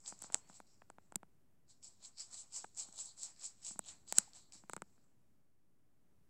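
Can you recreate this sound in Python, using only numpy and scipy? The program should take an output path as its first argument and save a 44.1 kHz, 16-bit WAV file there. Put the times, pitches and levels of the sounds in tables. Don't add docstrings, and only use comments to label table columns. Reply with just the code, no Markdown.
import sys
import numpy as np
from scipy import signal
from scipy.fft import rfft, irfft
from scipy.io import wavfile
from scipy.ndimage import uniform_filter1d

SR = 44100
rng = np.random.default_rng(int(sys.argv[2]) if len(sys.argv) > 2 else 0)


def natural_amplitude(level_db):
    exponent = np.asarray(level_db, float) / 20
    return 10 ** exponent


def inscribe(sig):
    pcm = np.round(np.clip(np.atleast_2d(sig).T, -1, 1) * 32767)
    wavfile.write(sys.argv[1], SR, pcm.astype(np.int16))


N = 277389

# full pull at [s], rasp level [dB], climb [s], hold [s], weight on the fur [dB].
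STROKES = [(0.081, -46, 0.046, 0.0032, 3.5), (.243, -55, .07, 0, 7), (.342, -51.5, .024, 0, 4.5),
           (.494, -62, .045, .005, 1.5), (.545, -63.5, .05, .02, -3), (1.702, -66.5, 0.032, .005, -5.5),
           (1.845, -53, .026, 0.0022, -4), (2.05, -55, .06, 0.0021, 0.5), (2.205, -46.5, .045, 0.00084, -2),
           (2.34, -52, .06, .005, 3), (2.38, -48, .05, 0, -3), (2.555, -46, 0.059, .02, 0),
           (2.796, -43.5, 0.046, .012, 0), (3.0, -46, 0.083, .01, 1), (3.06, -53.5, .05, .01, -2.5),
           (3.233, -47.5, .07, .02, 0), (3.452, -46.5, .085, 0.0018, -1.5),
           (3.665, -48, 0.057, 0.028, -0.5), (3.885, -52, .055, .005, 4), (4.096, -53.5, 0.039, .02, 0.5),
           (4.17, -43.5, 0.045, .008, 4), (4.355, -56, .03, .01, 1), (4.531, -57, .016, 0.02, 0),
           (4.712, -69, .04, .03, 0)]
# frequency [Hz], level [dB per Hz].
RASP = [(3180, -39.5), (5400, -14.5), (5690, -12), (6540, -8), (7560, 0), (7770, 3), (8130, -5.5),
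        (8400, -9.5), (10500, -35), (13600, -61.5), (22000, -120)]
# frequency [Hz], width [Hz], level [dB].
HOLLOW = [(2320, 500, -12.5), (3250, 1300, -8.5), (4185, 860, 2), (4868, 860, 1), (5530, 600, 1.5)]
# frequency [Hz], level [dB per Hz].
SIZZLE = [(9000, -9.5), (10300, 0), (12500, -7), (15500, -15.5), (16500, -40.5)]


def level(x, db):
    return x * natural_amplitude(db) / np.sqrt(np.mean(x ** 2))


def response(points, size=1024):
    hz, db = np.transpose(points)
    grid_hz = np.arange(size + 1) * SR / (2 * size)
    log_gain = np.interp(np.log(grid_hz + 1), np.log(hz), db) * np.log(10) / 20
    cepstrum = irfft(log_gain)
    cepstrum[1:size] *= 2
    cepstrum[size + 1:] = 0
    return irfft(np.exp(rfft(cepstrum)))[:size]


def colour(x, points):
    return signal.fftconvolve(x, response(points, size=8192))[:N]


def resonate(x, peaks):
    out = 0
    for k, (hz, width, db) in enumerate(peaks):
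        b, a = signal.iirpeak(hz, hz / width, fs=SR)
        once = signal.lfilter(b, a, x)
        out = out + (-1) ** k * natural_amplitude(db) * signal.lfilter(b, a, once)
    return out


def ring(modes, size=2048):
    t = np.arange(size) / SR
    y = np.zeros(size)
    for hz, db, t60 in modes:
        y += natural_amplitude(db) * np.sin(2 * np.pi * hz * t) * np.exp(-np.log(1000) * t / t60)
    return y / np.abs(y).max()


def burst(kernel, length_s, noise):
    t = np.arange(len(noise)) / SR
    push = np.exp(-.5 * ((t - 3 * length_s) / length_s) ** 2)
    y = np.convolve(noise * push, kernel)
    return y / np.abs(y).max()


def add(out, s, x):
    i = int(s * SR) - np.argmax(np.abs(x))
    out[i:i + len(x)] += x[:N - i]


def walk(rate):
    k = int(SR / rate)
    steps = np.repeat(rng.standard_normal(N // k + 1), k)
    return 1.5 * uniform_filter1d(uniform_filter1d(steps, k), k)[:N]


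def restless(x, peaks, wander_db, rate):
    out = 0
    for k, peak in enumerate(peaks):
        out = out + (-1) ** k * natural_amplitude(wander_db * walk(rate)) * resonate(x, [peak])
    return out


def room():
    # frequency [Hz], level [dB per Hz].
    quiet = [(12, -35), (20, -8), (32, -22), (101, -11.5), (228, -15), (277, -17.5), (319, -18.5),
             (472, -24.5), (513, -29.5), (558, -25.5), (802, -30.5), (1810, -36), (3950, -43.5),
             (7730, -41), (16000, -44)]
    # middle [s], half length [s], frequency [Hz], level [dB].
    hums = [
        (7.8, 0.046, 289, -74),
        (4.28, 0.0025, 830, -66),
    ]
    t = np.arange(N) / SR
    air = level(colour(rng.standard_normal(N) * natural_amplitude(0.88 * walk(4.8)), quiet), -76.5)
    for s, half, hz, db in hums:
        swell = np.exp(-.5 * ((t - s) / half) ** 2)
        air = air + natural_amplitude(db + 6.5) * swell * np.sin(2 * np.pi * hz * t)
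    return air


def stroke_db(t, s, db, rise, hold, fade=271.5):
    rise_db, rise_bend = 28.5, 1.3
    settle_db, settle_db_per_s = -22, 52
    after = np.clip(t - s - hold, 0, None)
    climb = rise_db * np.clip((s - t) / rise, 0, 5) ** rise_bend
    fall = natural_amplitude(-fade * after) ** 2 + natural_amplitude(settle_db - settle_db_per_s * after) ** 2
    return db - climb + 10 * np.log10(fall)


def hairs(pull):
    per_s, scatter_db, biggest_db = 600, 5.0, 13
    slip_s, hiss = 0.00041, 0.54
    happens, size = rng.random((2, N))
    size_db = np.minimum(-scatter_db * np.log(1 - size), biggest_db)
    snaps = (happens < per_s / SR) * natural_amplitude(size_db)
    gate = signal.lfilter([1], [1, -np.exp(-1 / (slip_s * SR))], snaps)
    share = np.clip(pull * (1 - hiss), 0, 1)
    return np.sqrt(share * gate ** 2 / np.mean(gate ** 2) + 1 - share)


def tongue():
    # frequency [Hz], width [Hz], level [dB].
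    fur = [(760, 680, 0.5), (1330, 1000, -6.5), (2200, 1800, -6.5)]
    # full pull at [s], rasp level [dB], climb [s], hold [s], fade [dB per s].
    brushes = [
        (.005, -70.5, .05, .03, 101.5),
        (.68, -78, .1, 0.059, 70.5),
        (1, -84.5, .03, 0.0299, 80.5),
        (4.85, -85, .08, .1, 50.5),
        (4.1, -58.5, .03, .01, 270),
        (3.185, -55.5, 0.024, .01, 272),
    ]
    t = np.arange(0, N + 64, 32) / SR

    def fine(curve):
        return np.interp(np.arange(N) / SR, t, curve)

    rows = [row[:4] for row in STROKES] + brushes
    power = np.array([natural_amplitude(stroke_db(t, *row)) ** 2 for row in rows])
    total = power.sum(axis=0)
    rasp_db = fine(10 * np.log10(total))
    weight_db = fine(np.array(STROKES)[:, 4] @ power[:len(STROKES)] / total)
    softer = np.clip(-45 - rasp_db, None, 50)
    hollow_db = -9.5 + .13 * softer
    drag_db = -23 + .42 * softer
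    sizzle_db = -33 + 0.24 * softer
    climb_db_per_s = uniform_filter1d(np.gradient(rasp_db) * SR, 600)
    pull = np.clip(climb_db_per_s / 250 + 0.65, 0, 1)
    scrape = hairs(pull) * rng.standard_normal((4, N))
    rasp = level(colour(scrape[0], RASP), -0.97) * natural_amplitude(1.8 * walk(40))
    mouth = restless(scrape[1], HOLLOW + [(6900, 550, 2.3)], 3.0, 16)
    hollow = level(mouth, 0.087) * natural_amplitude(hollow_db + 1.8 * walk(25))
    drag = level(restless(scrape[2], fur, 1.3, 18), 0.087)
    drag = drag * natural_amplitude(drag_db + weight_db + 1.5 * walk(30))
    sizzle = level(colour(scrape[3], SIZZLE), 0.092) * natural_amplitude(sizzle_db)
    return natural_amplitude(rasp_db) * (rasp + hollow + drag + sizzle)


def chance_snags(count=5):
    over_db, scatter_db = 4, 5
    dull_db, dull_scatter_db = -16.5, 5.0
    rows = []
    for (s, db, rise, hold, _), draw in zip(STROKES, rng.random((len(STROKES), count, 3))):
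        when = s + hold - (rise + hold) * draw[:, 0]
        size_db = stroke_db(when, s, db, rise, hold) + over_db + scatter_db * (2 * draw[:, 1] - 1)
        rows += zip(when, size_db, dull_db + dull_scatter_db * (2 * draw[:, 2] - 1))
    return rows


def snags():
    # time [s], peak level [dB], dull part against the peak [dB].
    loud_hairs = [(.062, -44, 11), (.0781, -35, -1), (.1912, -47, -25), (.219, -37, -20.5),
                  (.2384, -38, -16), (1.8293, -50.5, -1), (1.8445, -44.5, -16.5), (2.0574, -41.5, -9),
                  (2.1804, -55, 8), (2.1962, -40.5, -12), (2.313, -48, -16), (2.5442, -41, -16),
                  (2.533, -40.5, -21), (2.5827, -35, -25), (2.7489, -50, -8), (2.783, -38, -7),
                  (2.9269, -45, -14), (2.96, -41, -12), (3.0578, -35.5, -26), (3.2204, -41, -4),
                  (3.2332, -28, -20), (3.3963, -48, -8), (3.6606, -51, -4.5), (3.8613, -45, -21),
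                  (3.885, -49, -10), (4.0787, -54, 10), (4.1518, -44.5, -4), (4.3344, -53, 11.5),
                  (4.5234, -46, 5)]
    rows = chance_snags() + list(loud_hairs)
    out = np.zeros(N)
    port = response(RASP)[:300]
    fizz = response(SIZZLE)[:100]
    dull = resonate(np.eye(1, 512)[0], HOLLOW)
    for (s, db, dull_db), noise in zip(rows, rng.standard_normal((len(rows), 128))):
        add(out, s, natural_amplitude(db - 0.5) * burst(port, 0.00029, noise))
        add(out, s, natural_amplitude(db - 21.0) * burst(fizz, .0001, noise))
        add(out, s, natural_amplitude(db + dull_db - 7.0) * burst(dull, 0.00036, noise[::-1]))
    return out


def case():
    # time [s], then tick, knock, thud and top levels [dB].
    clicks = [(0.2231, -35.5, -48.5, -57.5, -39), (.3235, -42.5, -60.5, -96, -85),
              (0.3454, -15, -42, -63, -37.5), (0.6027, -46.5, -41.5, -57, -81),
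              (.9018, -45.5, -41.5, -63.5, -84), (1.1232, -49, -43, -60, -74), (1.1588, -23, -43, -39, -29),
              (2.646, -49, -36.5, -55.5, -80), (3.793, -23.5, -32.5, -48.5, -41),
              (4.1254, -22, -33, -52.5, -39), (4.1852, -7.5, -33, -43, -24), (4.186, -9, -31, -44.5, -32.5),
              (4.6975, -38, -33.5, -49, -57), (4.735, -32, -32, -49, -44), (4.7661, -35, -34.5, -42, -53),
              (4.8208, -39, -33, -43, -54)]
    # time [s], knock level [dB], thud level [dB].
    taps = [(.125, -41, -53), (0.2437, -42.5, -56), (0.3017, -43, -59), (0.3537, -41, -61),
            (.499, -47, -52), (0.8208, -48.5, -69), (0.9847, -44.5, -59), (1.1451, -56.5, -70.5),
            (1.2318, -43, -55), (2.8877, -55, -54), (3.71, -49, -50.5), (3.759, -52, -50.5),
            (4.5536, -62, -55.5), (4.638, -51.5, -52), (4.7782, -48, -73), (4.98, -64.5, -64)]
    # time [s], tick level [dB], knock level [dB], knock [Hz].
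    rebounds = [
        (0.325, -41, -57, 1000),
        (0.8192, -80, -51.5, 1740),
        (1.158, -27.5, -51, 900),
        (1.1598, -30.5, -45.5, 860),
        (2.6436, -53, -40, 1000),
        (2.6447, -62, -46, 960),
        (4.1835, -24.5, -51.5, 900),
        (4.1868, -20.5, -36, 1250),
        (5.042, -69, -73, 2900),
    ]
    # frequency [Hz], level [dB per Hz].
    tick_colour = [(1500, -25), (2800, -25.5), (4200, -21.5), (5800, -19.5), (6700, -11.5), (7800, 1.5),
                   (8900, -8.5), (10000, -16), (12000, -29.5), (17000, -50)]
    # multiple of the knock frequency, level [dB], t60 [s].
    knock_tones = [(1.0, 8.5, .006), (1.5, 2, .007), (2.5, -9.5, .006), (3.6, -17, .005)]
    # frequency [Hz], level [dB], t60 [s].
    thud_tones = [(196.1, 6.5, 0.037), (304, -2, 0.023)]
    # frequency [Hz], level [dB], t60 [s].
    rattle_tones = [(1340, 4.5, 0.0049), (946, -11, 0.018), (550, -18, 0.013), (2060, -14.5, 0.0088),
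                    (2980, -17, 0.0059)]
    knock_hz, stiff_from_s = 900, 4.66
    lead_s = 0.00068
    rows = [(s, tick, knock, knock_hz, thud, top) for s, tick, knock, thud, top in clicks]
    rows += [(s, knock - 20.5, knock, knock_hz, thud, -99) for s, knock, thud in taps]
    rows += [(s, tick, knock, hz, knock - 15.5, tick - 24) for s, tick, knock, hz in rebounds]
    out = np.zeros(N)
    tick = response(tick_colour)[:256] * np.hanning(512)[256:]
    top = resonate(np.eye(1, 128)[0], [(13900, 7400, 0)])
    thud = ring(thud_tones)
    push = np.hanning(12)
    for (s, tick_db, knock_db, hz, thud_db, top_db), noise in zip(rows, rng.standard_normal((len(rows), 128))):
        if s > stiff_from_s:
            knock = -ring(rattle_tones)
        else:
            knock = ring([(hz * k, db, t60) for k, db, t60 in knock_tones])
        knock = np.convolve(knock, push / push.sum())
        add(out, s - lead_s, natural_amplitude(tick_db + 1.2) * burst(tick, .000025, 1 + noise))
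        add(out, s - lead_s, natural_amplitude(top_db + 1.14) * burst(top, .00006, noise))
        add(out, s, -natural_amplitude(knock_db + 2.5) * knock)
        add(out, s + .002, natural_amplitude(thud_db) * thud)
    return signal.sosfilt(signal.butter(2, 170, "high", fs=SR, output="sos"), out)


def squeak():
    from_s, to_s = .395, 0.5
    from_hz, to_hz = 4150.5, 4611
    u = np.clip((np.arange(N) / SR - from_s) / (to_s - from_s), 0, 1)
    hz = from_hz + (to_hz - from_hz) * u ** .8
    tone = np.sin(2 * np.pi * np.cumsum(hz) / SR)
    return natural_amplitude(-78 + 2.0 * walk(60)) * np.sin(np.pi * u) ** .5 * tone


def grip():
    middle_s, half_s = 3.93, .17
    rumble = resonate(rng.standard_normal(N), [(110, 165, 0)])
    rumble = level(rumble, -76.5) * natural_amplitude(3.0 * walk(20))
    return rumble * np.exp(-.5 * ((np.arange(N) / SR - middle_s) / half_s) ** 2)


def scene():
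    return (room() + tongue() + snags() + case() + squeak() + grip())[None]


def band_limit(x):
    return signal.sosfilt(signal.butter(12, 16950, fs=SR, output="sos"), x)


def record(dry):
    low_pass = signal.cheby2(10, 40, 16600, fs=SR, output="sos")
    cut = signal.sosfiltfilt(low_pass, dry)
    return band_limit(cut - .0005)


dry = scene()
out = record(dry)
inscribe(out)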